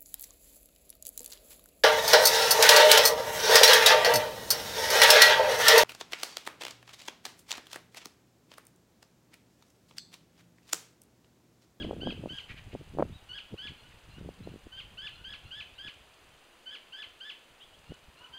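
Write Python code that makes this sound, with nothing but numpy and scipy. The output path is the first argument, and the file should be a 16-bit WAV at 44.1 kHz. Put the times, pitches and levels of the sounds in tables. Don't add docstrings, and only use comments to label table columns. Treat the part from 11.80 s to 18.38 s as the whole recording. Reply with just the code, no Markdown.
import sys
import numpy as np
from scipy import signal
from scipy.fft import rfft, irfft, next_fast_len
from scipy.io import wavfile
from scipy.ndimage import uniform_filter1d

SR = 44100
rng = np.random.default_rng(int(sys.argv[2]) if len(sys.argv) > 2 else 0)


def unload_audio(sound):
    columns = np.transpose(np.atleast_2d(sound))
    steps = np.round(np.clip(columns, -1, 1) * 32767)
    wavfile.write(sys.argv[1], SR, steps.astype(np.int16))


N = 290178
TIME, HZ = np.arange(N) / SR, np.fft.rfftfreq(N, 1 / SR)


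def amp(db):
    return 10 ** (np.asarray(db) / 20)


def unit(x):
    return x / np.sqrt(np.mean(x ** 2) + 1e-20)


def curve(points, at):
    return np.interp(at, *np.transpose(points))


def level_at(points, hz):
    point_hz, db = np.transpose(points)
    return np.interp(np.log(hz + 1), np.log(point_hz), db)


def add(mix, start, sound):
    at = int(round(start * SR))
    sound = sound[max(-at, 0):]
    part = mix[max(at, 0):][:len(sound)]
    part += sound[:len(part)]


def wobble(size, hz):
    smoothing = signal.butter(2, hz, fs=SR, output="sos")
    return unit(signal.sosfilt(smoothing, rng.standard_normal(size)))


def band_noise(size, hz, below, above):
    ratio = np.fft.rfftfreq(size, 1 / SR) / hz + 1e-6
    spectrum = rfft(rng.standard_normal(size)) / np.hypot(ratio ** -below, ratio ** above)
    return unit(irfft(spectrum, size))


def puffs(rows, below, above):
    out = np.zeros(N)
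    for middle, length, db, hz in rows:
        size = next_fast_len(int(1.6 * length * SR))
        burst = amp(db) * np.hanning(size) * band_noise(size, hz, below, above)
        add(out, middle - size / SR / 2, burst)
    return out


# (frequency [Hz], relative level [dB])
AIR_TONE = [(30, 4.5), (100, -10.5), (250, 1.5), (550, 3.5), (1400, 0.5), (2250, -1), (2600, 2), (3000, 2),
            (3900, -5.5), (5000, -9), (6000, -12.5), (9800, -13), (12000, -17.5), (15700, -20.5)]

def air():
    spectrum = rfft(rng.standard_normal(N)) * amp(level_at(AIR_TONE, HZ))
    return amp(-60) * unit(irfft(spectrum, N))


def camera(tick_db, tick_seconds, whine_db):
    out = amp(whine_db) * np.sin(2 * np.pi * 11025 * TIME)
    hz = np.geomspace(2600, 10500, int(tick_seconds * SR))
    tick = np.sin(2 * np.pi * np.cumsum(hz) / SR) * signal.windows.tukey(len(hz), .4)
    for start in np.arange(.0347, N / SR, .050005):
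        add(out, start, amp(tick_db + 2 * rng.standard_normal()) * tick)
    return out


# (middle time [s], length [s], level [dB], frequency [Hz])
TWIG_BRUSH = [(.565, 0.17, -64.5, 6370)]

def twigs():
    return puffs(TWIG_BRUSH, below=.67, above=3)


# (time [s], level [dB])
BREEZE_LEVELS = [(0, -61), (1.3, -50), (1.6, -64), (2.3, -57.5), (2.9, -58.5), (3.5, -57), (4.3, -65.5),
                 (4.7, -70.5), (5, -76), (5.8, -76.5), (6.05, -61.5), (6.58, -66)]

def breeze(lumpy_db):
    rumble = band_noise(N, 111, below=.23, above=2.36)
    lumps = amp(lumpy_db * wobble(N, 19))
    return amp(curve(BREEZE_LEVELS, TIME)) * unit(rumble * lumps)


def add_swirl(mix, middle, db):
    t = np.arange(-600, 600) / SR
    hz = 402 * 2 ** ((db + 25) / 21.5)
    push = amp(db) * np.cos(2 * np.pi * (hz * t + rng.random())) / np.cosh(hz * t / .2)
    add(mix, middle + t[0], push)


# (middle time [s], length [s], level [dB])
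WIND_GUSTS = [(.045, .19, -38), (0.191, 0.054, -41.5), (0.279, .12, -37.5), (.41, 0.13, -42.5),
              (0.525, 0.038, -44), (0.724, 0.066, -53), (0.947, 0.041, -43), (1.01, .036, -44),
              (1.204, 0.021, -28), (1.227, .008, -25), (1.221, 0.18, -44), (1.734, .045, -43),
              (1.891, 0.077, -50), (2.444, .17, -46), (2.679, 0.17, -45.5), (3.126, 0.039, -53),
              (3.45, .2, -59.5), (4.07, .046, -54.5), (6.11, 0.033, -44.5), (6.288, 0.028, -54)]
# (time [s], level [dB])
HARD_SWIRLS = [(.1111, -19), (.1314, -25.5), (.2728, -18), (.4392, -26), (.4595, -22), (.9516, -23),
               (1.1735, -27), (1.1872, -15), (1.206, -17.5), (1.2254, -11.5), (1.7428, -32), (2.3842, -38),
               (2.4905, -26), (2.6744, -26.5), (2.8697, -34.5), (6.1212, -30)]

def gusts(swirls_per_second):
    rumbles, swirls = [], list(HARD_SWIRLS)
    for middle, length, db in WIND_GUSTS:
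        hz = 186 * 2 ** ((db + 44.5) / 11.5)
        rumbles.append((middle, length, db, hz))
        count = round(swirls_per_second * length)
        for when, force in np.tanh(rng.standard_normal((count, 2))):
            swirls.append((middle + .5 * length * when, db + 8 + 3.5 * force))
    out = puffs(rumbles, below=.44, above=2.88)
    for middle, db in swirls:
        add_swirl(out, middle, db)
    return out


# (middle time [s], length [s], level [dB], pitch [Hz])
CRY_PARTS = [(6.47, 0.27, -63.5, 975), (6.44, 0.18, -67, 1300)]

def distant_cry():
    return puffs(CRY_PARTS, below=18, above=17)


# (middle time [s], length [s], level [dB], frequency [Hz])
BIRD_RASPS = [(.708, 0.043, -46.5, 2274), (.782, 0.037, -50, 2380), (.925, .04, -56.5, 2540),
              (2.12, 0.036, -61, 2420)]

def rasps():
    return puffs(BIRD_RASPS, below=2.9, above=3.4)


# (start [s], length [s], first pitch [Hz], middle pitch [Hz], last pitch [Hz], level [dB])
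BIRD_CHIPS = [(1.314, 0.083, 3166, 3857, 3280, -60.5), (3.935, 0.057, 3364, 3830, 3990, -66),
              (5.798, 0.057, 2554, 3150, 3550, -52.5), (5.799, 0.029, 2930, 3490, 4060, -58.5),
              (5.925, 0.037, 2780, 3130, 3600, -59)]

def chips():
    out = np.zeros(N)
    for start, length, first_hz, middle_hz, last_hz, db in BIRD_CHIPS:
        progress = np.linspace(0, 1, int(length * SR))
        slide = np.polyfit([0, .5, 1], [first_hz, middle_hz, last_hz], 2)
        hz = np.polyval(slide, progress) * (1 + .0087 * wobble(len(progress), 500))
        whistle = np.sqrt(2) * np.sin(2 * np.pi * np.cumsum(hz) / SR)
        add(out, start, amp(db) * np.sin(np.pi * progress) * whistle)
    return out


def scrub_echo(sound, bush_db, bush_seconds, tree_db, tree_seconds):
    t = np.arange(int(.8 * SR)) / SR
    fade_in = np.clip(t / .0058 - .5, 0, 1)
    tail = np.zeros(len(t))
    for db, seconds in ((bush_db, bush_seconds), (tree_db, tree_seconds)):
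        echoes = rng.standard_normal(len(t)) * (rng.random(len(t)) < 4000 / SR)
        echoes *= fade_in * amp(-60 * t / seconds)
        tail += amp(db) * echoes / np.linalg.norm(echoes)
    return signal.oaconvolve(sound, tail)[:N]


# (time after start [s], pitch [times the held pitch])
OPENING_PITCH = [(0, 0.85), (.011, .98), (.021, 1.018), (.037, 1), (.048, 1.08)]
# (time from break [s], pitch [times the top pitch])
TOP_PITCH = [(-.033, 0.98), (-.016, 0.99), (-.006, 0.99)]
# (time after break [s], pitch [Hz])
FALLING_PITCH = [(0, 1524), (.007, 1236), (.017, 1039), (0.034, 950)]
# (time after start [s], level change [dB])
NOTE_EFFORT = [(0, -15), (.004, -10), (.011, -3), (.038, -3.5), (.052, -4), (.066, -1)]
# (time from break [s], level change [dB])
BREAK_PUSH = [(-.008, 0), (0, 1.5), (.007, 0)]

def bird_notes(notes, throat, slide, jitter, top_jitter, flutter, uneven_db, drop_db):
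    out, last_break = np.zeros(N), 0
    for start, break_time, held_hz, top_hz, db in notes:
        rested = start - last_break > .5
        last_break = break_time
        depth = slide * (.28 if rested else 1)
        t = np.arange(start, break_time + .027, 1 / SR)
        strain = np.interp(t, [start + .025, break_time - .024], [0, 1])

        arch = [(start + s, held_hz * ratio ** depth) for s, ratio in OPENING_PITCH]
        arch += [(break_time + s, top_hz * ratio) for s, ratio in TOP_PITCH]
        arch += [(break_time + s, hz) for s, hz in FALLING_PITCH]
        hz = uniform_filter1d(curve(sorted(arch), t), size=200)
        hz *= 1 + (jitter + top_jitter * strain) * wobble(len(t), 480)
        cycles = np.cumsum(hz) / SR

        voice = np.zeros(len(t))
        for harmonic in range(1, 7):
            harmonic_db = level_at(throat, harmonic * hz) + uneven_db * wobble(len(t), 78)
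            voice += amp(harmonic_db) * np.sin(2 * np.pi * harmonic * cycles)

        effort_db = db + curve(NOTE_EFFORT, t - start) + curve(BREAK_PUSH, t - break_time)
        effort_db += .5 * rested * (1 - strain)
        fade_db = np.interp(t - break_time, [0, .022, .039], [0, drop_db, -22])
        tremble = 1 + flutter * strain * wobble(len(t), 360)
        add(out, start, np.sqrt(2) * voice * amp(effort_db + fade_db) * tremble)
    return out


# (start [s], held pitch [Hz], base level [dB])
FAR_BIRD_NOTES = [(1.974, 1396, -61), (2.292, 1368, -60.5), (2.626, 1355, -61), (3.319, 1376, -58.5),
                  (3.645, 1381, -55.5), (6.055, 1403, -59), (6.369, 1413, -55)]
# (frequency [Hz], level change [dB])
FAR_BIRD_THROAT = [(1000, -11), (1400, -11), (2200, 2), (2850, -3), (3400, 4), (4100, -3.5), (4600, -38),
                   (5600, -24), (9000, -46)]

def far_bird():
    notes = [(start, start + .096, hz, hz * 1.065, db) for start, hz, db in FAR_BIRD_NOTES]
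    return bird_notes(notes, FAR_BIRD_THROAT, slide=.45, jitter=.005, top_jitter=.004,
                      flutter=.17, uneven_db=3.5, drop_db=-28)


# (start [s], break time [s], held pitch [Hz], top pitch [Hz], base level [dB])
NEAR_BIRD_NOTES = [(-.070, .025, 1535, 1663, -39), (.205, .303, 1527, 1644, -39),
                   (.487, .586, 1521, 1651, -40.5), (1.488, 1.584, 1476, 1681, -41),
                   (1.776, 1.871, 1514, 1712, -39), (2.918, 3.000, 1532, 1610, -43.5),
                   (3.173, 3.270, 1526, 1738, -38.5), (3.440, 3.535, 1565, 1703, -39),
                   (3.709, 3.804, 1566, 1745, -39), (3.980, 4.077, 1572, 1718, -39.5),
                   (4.858, 4.950, 1532, 1707, -41.5), (5.123, 5.225, 1553, 1750, -39.5),
                   (5.402, 5.500, 1564, 1765, -39.5), (6.528, 6.625, 1570, 1693, -42)]
# (frequency [Hz], level change [dB])
NEAR_BIRD_THROAT = [(1000, -24), (1450, -15.5), (1750, -11.5), (2100, -14.5), (2600, -1.5), (3050, -1),
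                    (3450, -9.5), (3900, -16.5), (4500, -17.5), (5100, -27), (6500, -35.5), (9000, -49)]

def near_bird():
    return bird_notes(NEAR_BIRD_NOTES, NEAR_BIRD_THROAT, slide=1, jitter=.0063, top_jitter=.011,
                      flutter=.26, uneven_db=2.04, drop_db=-4)


def scene():
    near = near_bird()
    far = far_bird() + chips() + rasps() + distant_cry()
    near += scrub_echo(near, bush_db=-14, bush_seconds=.22, tree_db=-7, tree_seconds=.48)
    far += scrub_echo(far, bush_db=-7.5, bush_seconds=.12, tree_db=-9.5, tree_seconds=.67)
    background = air() + twigs() + camera(tick_db=-65.5, tick_seconds=.011, whine_db=-89)
    wind = breeze(lumpy_db=6) + gusts(swirls_per_second=38)
    return (background + wind + far + near)[None]


def record(dry):
    # (frequency [Hz], half width [Hz], level change [dB])
    dips = [(5480, 200, -11.5), (10890, 470, -4.5), (13200, 460, -5)]
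    colour_db = sum(db * np.exp(-((HZ - hz) / width) ** 2) for hz, width, db in dips)
    coloured = irfft(rfft(dry) * amp(colour_db), N)
    treble_cut = signal.firwin(511, 15750, window=("kaiser", 9), fs=SR)
    return signal.oaconvolve(coloured, treble_cut[None], "same")


dry = scene()
out = record(dry)
unload_audio(out)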